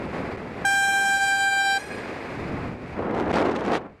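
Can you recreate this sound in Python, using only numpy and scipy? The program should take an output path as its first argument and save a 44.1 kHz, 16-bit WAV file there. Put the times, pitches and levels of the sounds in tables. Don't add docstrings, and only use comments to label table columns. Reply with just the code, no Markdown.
import sys
import numpy as np
from scipy import signal
from scipy.fft import rfft, irfft
from scipy.io import wavfile
from scipy.ndimage import uniform_filter1d

SR = 44100
rng = np.random.default_rng(int(sys.argv[2]) if len(sys.argv) > 2 else 0)


def inscribe(sig):
    pcm = np.round(np.clip(np.atleast_2d(sig).T, -1, 1) * 32767)
    wavfile.write(sys.argv[1], SR, pcm.astype(np.int16))


N = 176400
T = np.arange(N) / SR
HZ = np.fft.rfftfreq(N, 1 / SR)


def amp(db):
    return 10 ** (np.asarray(db) / 20)


def unit(x):
    return x / np.sqrt(np.mean(x ** 2) + 1e-20)


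def curve(points):
    return np.interp(T, *np.transpose(points))


def colour(x, points):
    hz, db = np.transpose(points)
    return irfft(rfft(x) * amp(np.interp(np.log(HZ + 1), np.log(hz + 1), db)), N)


def noise(points, low_hz, high_hz):
    x = colour(rng.standard_normal(N), points)
    band = (HZ > low_hz) & (HZ < high_hz)
    return x / np.std(irfft(rfft(x) * band, N))


def wander(hz):
    return unit(irfft(rfft(rng.standard_normal(N)) * (HZ > 0) / (1 + (HZ / hz) ** 4), N))


# time_s, level_db
TYRE_LEVEL = [(0, -42), (.1, -44), (.15, -40.5), (.43, -46.5), (.62, -43.5), (1.95, -41), (2.3, -41.5),
              (2.68, -43.5), (2.77, -52), (2.88, -46), (3.05, -51.5), (3.6, -59.5), (3.8, -63), (3.93, -64),
              (4, -65.5)]
# pitch_hz, level_db
TYRE_TONE = [(60, -34), (100, -19), (240, -3), (430, -0.5), (700, -5), (900, -8.5), (1400, -10.5),
             (2200, -10), (2550, -13.5), (3000, -23.5), (3700, -25.5), (4900, -28), (5600, -35),
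             (7500, -38), (9500, -42.5), (11500, -49.5), (15000, -55)]


def tyre_hiss():
    return noise(TYRE_TONE, 1500, 3000) * amp(curve(TYRE_LEVEL) - 0.5 + 0.97 * wander(25))


# time_s, level_db
RUMBLE_LEVEL = [(0, -39), (.1, -36.5), (.33, -37.5), (.5, -41.5), (.63, -36.5), (.8, -38.5), (1.15, -38.5),
                (1.5, -41), (1.85, -45), (2, -41.5), (2.25, -45), (2.42, -33), (2.73, -33), (2.78, -42),
                (3, -37), (3.35, -33.5), (3.58, -39.5), (3.75, -40), (3.82, -45), (4, -58)]
# pitch_hz, level_db
RUMBLE_TONE = [(20, -12), (45, -10), (80, 0), (150, -0.5), (250, -1.5), (450, -15), (900, -44), (2000, -36),
               (8000, -75)]


def wind_rumble():
    return noise(RUMBLE_TONE, 40, 200) * amp(curve(RUMBLE_LEVEL) - 2 + 0.75 * wander(25))


# time_s, level_db
BUFFET_LEVEL = [(0, -37.5), (.125, -43), (.137, -32), (.3, -36.5), (.45, -42), (.8, -42.5), (1, -35.5),
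                (1.6, -48), (2.3, -53.5), (2.58, -33.5), (2.7, -41), (2.78, -45), (2.92, -44.5),
                (2.99, -30.5), (3.14, -28.5), (3.2, -24.5), (3.26, -29), (3.31, -24.5), (3.34, -28),
                (3.375, -17.5), (3.41, -21), (3.45, -24), (3.549, -30), (3.556, -27.5), (3.59, -30.5),
                (3.688, -28), (3.705, -23), (3.73, -22), (3.785, -29), (3.805, -39), (3.86, -39),
                (3.93, -55), (4, -65)]
# pitch_hz, level_db
BUFFET_TONE = [(40, -46), (130, -14.5), (190, -2.5), (240, 0.5), (290, 0), (430, -0.5), (580, -4),
               (720, -4), (1300, -12), (2200, -22), (3500, -38), (8000, -63.5), (15000, -69)]
# time_s, level_db
CRACKLE_LEVEL = [(0, -88), (2.6, -93), (2.8, -77), (2.95, -76), (3.1, -81), (3.138, -74), (3.146, -59),
                 (3.2, -61), (3.235, -65), (3.285, -64), (3.3, -58), (3.328, -47), (3.338, -49.5),
                 (3.385, -46.5), (3.42, -51.5), (3.44, -56), (3.465, -53), (3.49, -61.5), (3.52, -54),
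                 (3.545, -69), (3.56, -48.5), (3.58, -65), (3.6, -55.5), (3.63, -65), (3.66, -50.5),
                 (3.688, -57), (3.703, -57), (3.73, -47), (3.77, -48), (3.8, -78), (3.9, -95)]
# pitch_hz, level_db
CRACKLE_TONE = [(200, -16), (800, -1), (2000, 2), (4000, -8), (8000, -22.5), (10000, -30), (12000, -39),
                (15000, -45)]


def wind_gusts():
    gust_db = 1.36 * wander(60)
    buffet = noise(BUFFET_TONE, 200, 1200) * amp(curve(BUFFET_LEVEL) + 1.5)
    fizz = noise(CRACKLE_TONE, 4500, 12000) * amp(curve(CRACKLE_LEVEL) + 1)
    flicker = unit(amp(5 * np.clip(wander(600), -2, 2)))
    return (buffet + fizz * flicker) * amp(gust_db)


# time_s, level_db
POPS = [(3.111, -23), (3.149, -22), (3.2, -14), (3.208, -17), (3.341, -11), (3.385, -6.5), (3.416, -14),
        (3.565, -17), (3.72, -11.5), (3.754, -7), (3.775, -20)]
# pitch_hz, level_db
POP_TONE = [(100, -7), (500, 6), (5000, 0.5), (9000, -1), (15000, -11)]


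def wind_pops(fade_s=0.00013):
    spikes = sum(amp(db) * np.exp(-np.minimum(abs(T - time_s) / fade_s, 50)) for time_s, db in POPS)
    return colour(spikes, POP_TONE)


def street_ring(x, low_fade_s=1.63, treble_fade_s=0.47):
    t, bounces = T[:SR], rng.standard_normal(SR)
    low = signal.sosfiltfilt(signal.butter(2, 7000, fs=SR, output="sos"), bounces)
    tail = low * amp(-60 * t / low_fade_s) + (bounces - low) * amp(-60 * t / treble_fade_s)
    return signal.fftconvolve(x, tail / np.linalg.norm(tail))[:N]


BIKE_M_PER_S, SOUND_M_PER_S = 10.3, 343
HALF_STREET_M, BEHIND_M, AHEAD_M = 6.5, 19, 54
# pitch_hz, level_db
ECHO_TONE = [(790, -2.5), (1600, -6), (2400, 2), (3200, -0.5), (4200, 7.5), (5000, 7), (6500, 7.5),
             (8000, 2.5), (9500, 11.5), (15000, 4)]


def street_echoes(blast, count=100, treble_loss_db_per_m=0.18):
    treble = signal.sosfilt(signal.butter(1, 4000, "high", fs=SR, output="sos"), blast)
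    low, treble = signal.resample_poly(np.array([blast - treble, treble]), 2, 1, axis=1)
    echoes, t = np.zeros(N), T[T < HORN_OFF_S + 1]
    for i, (along, across, slant, flip) in enumerate(rng.random((count, 4))):
        place_m = -BEHIND_M + (AHEAD_M + BEHIND_M) * (i + along) / count
        closing_speed = BIKE_M_PER_S * (1 - .2 * slant ** 2)
        ahead_m = place_m - closing_speed * (t - HORN_OFF_S)
        distance_m = np.hypot(ahead_m, HALF_STREET_M * (.15 + 1.4 * across))
        dulled = low + amp(-treble_loss_db_per_m * distance_m.mean()) * treble
        sent_s = t - 2 * distance_m / SOUND_M_PER_S
        delayed = np.interp(sent_s * 2 * SR, np.arange(2 * N), dulled)
        aim = (1 + ahead_m / distance_m) ** 0.63
        echoes[:len(t)] += np.sign(flip - .5) * aim * delayed / distance_m
    ringing = unit(echoes + amp(-11.5) * street_ring(echoes))
    return amp(-16) * colour(ringing * np.std(blast), ECHO_TONE)


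HORN_ON_S, HORN_OFF_S, RISE_S, FADE_S = .6435, 1.769, .009, .0156
HORN_HZ, HORN_DB = 787.4, -13
# pitch_multiple, level_db
EARLY_TONES = [(1, -3), (2, 1.5), (3, -11.5), (4, -13.5), (5, -19), (6, -21.5), (7, -19.5), (8, -22.5),
               (9, -19.5), (10, -16.5), (11, -21.5), (12, -29.5), (13, -29), (14, -29), (15, -37),
               (16, -37), (17, -32), (18, -35), (19, -38)]
# pitch_multiple, level_db
LATE_TONES = [(1, -3), (2, -0.5), (3, -12.5), (4, -14), (5, -13.5), (6, -18), (7, -20), (8, -39),
              (9, -20.5), (10, -18.5), (11, -32), (12, -29.5), (13, -34), (14, -38), (15, -43), (16, -37),
              (17, -48), (18, -39), (19, -45)]
# time_s, pitch_hz
GAP_PATH = [(.65, 4440), (.74, 4370), (.81, 4550), (1.02, 4950), (1.2, 5130), (1.36, 5300), (1.47, 5520),
            (1.57, 5400), (1.62, 6050), (1.77, 6550)]


def air_horn(gap_db=-14, gap_width_hz=260):
    age_s, since_off_s = np.maximum(T - HORN_ON_S, 0), np.maximum(T - HORN_OFF_S, 0)
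    pressure = np.minimum(age_s / RISE_S, 1) ** 2 * np.exp(-(since_off_s / FADE_S) ** 2)
    sag_hz = 4.6 * np.exp(-age_s / .48)
    chirp_hz = 18 * np.exp(-age_s / .006)
    pitch_hz = HORN_HZ + sag_hz + chirp_hz + 1.1 * wander(127)
    phase = 2 * np.pi * np.cumsum(pitch_hz) / SR
    gap_hz = curve(GAP_PATH)
    late_share = np.clip((T - 1.0) / 0.69, 0, 1)
    near, sent = np.zeros((2, N))
    for (multiple, early_db), (_, late_db) in zip(EARLY_TONES, LATE_TONES):
        strength = amp(early_db) * pressure ** (1 + 0.36 * (multiple - 1))
        lag = .55 * multiple ** 2
        tone = strength * np.cos(multiple * phase - lag)
        dip_db = gap_db * np.exp(-((multiple * pitch_hz - gap_hz) / gap_width_hz) ** 2)
        shimmer_db = 1.64 * min(multiple / 4, 1) ** .5 * wander(20)
        near += tone * amp((late_db - early_db) * late_share + dip_db + shimmer_db)
        sent += tone
    return np.array([near, sent]) / np.std(near[pressure > .5]) * amp(HORN_DB + 0.76 * wander(20))


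def scene():
    near, sent = air_horn()
    return (tyre_hiss() + wind_rumble() + wind_gusts() + wind_pops() + street_echoes(sent) + near)[None]


# time_s, length_s, level_db
CHOKES = [(0.368, 0.0046, -25), (3.185, 0.0022, -17), (3.324, 0.011, -16)]


def microphone_chokes(x):
    dips_db = sum(db * np.exp(-np.minimum(abs(2 * (T - time_s) / length_s), 3) ** 4)
                  for time_s, length_s, db in CHOKES)
    return x * amp(dips_db)


def volume_control(x, limit_db=-23, recover_db_per_s=48.5, settle_s=.07):
    sensed = signal.sosfilt(signal.butter(2, 557, "high", fs=SR, output="sos"), x)
    level_db = 10 * np.log10(abs(uniform_filter1d(sensed ** 2, size=330)) + 1e-12)
    recovery_db = T * recover_db_per_s
    held_db = np.maximum.accumulate(level_db + recovery_db) - recovery_db
    over_db = np.maximum(held_db - limit_db, 0)
    quick_db = uniform_filter1d(over_db, size=130)
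    carry = np.exp(-1 / (settle_s * SR))
    slow_db = signal.lfilter([1 - carry], [1, -carry], over_db)
    return x * amp(-0.81 * (0.78 * quick_db + 0.22 * slow_db))


def record(dry, top_hz=15300):
    x = volume_control(microphone_chokes(dry[0]))
    treble_cut = signal.firwin(511, top_hz, window=("kaiser", 9), fs=SR)
    return signal.oaconvolve(x, treble_cut, "same")[None]


dry = scene()
out = record(dry)
inscribe(out)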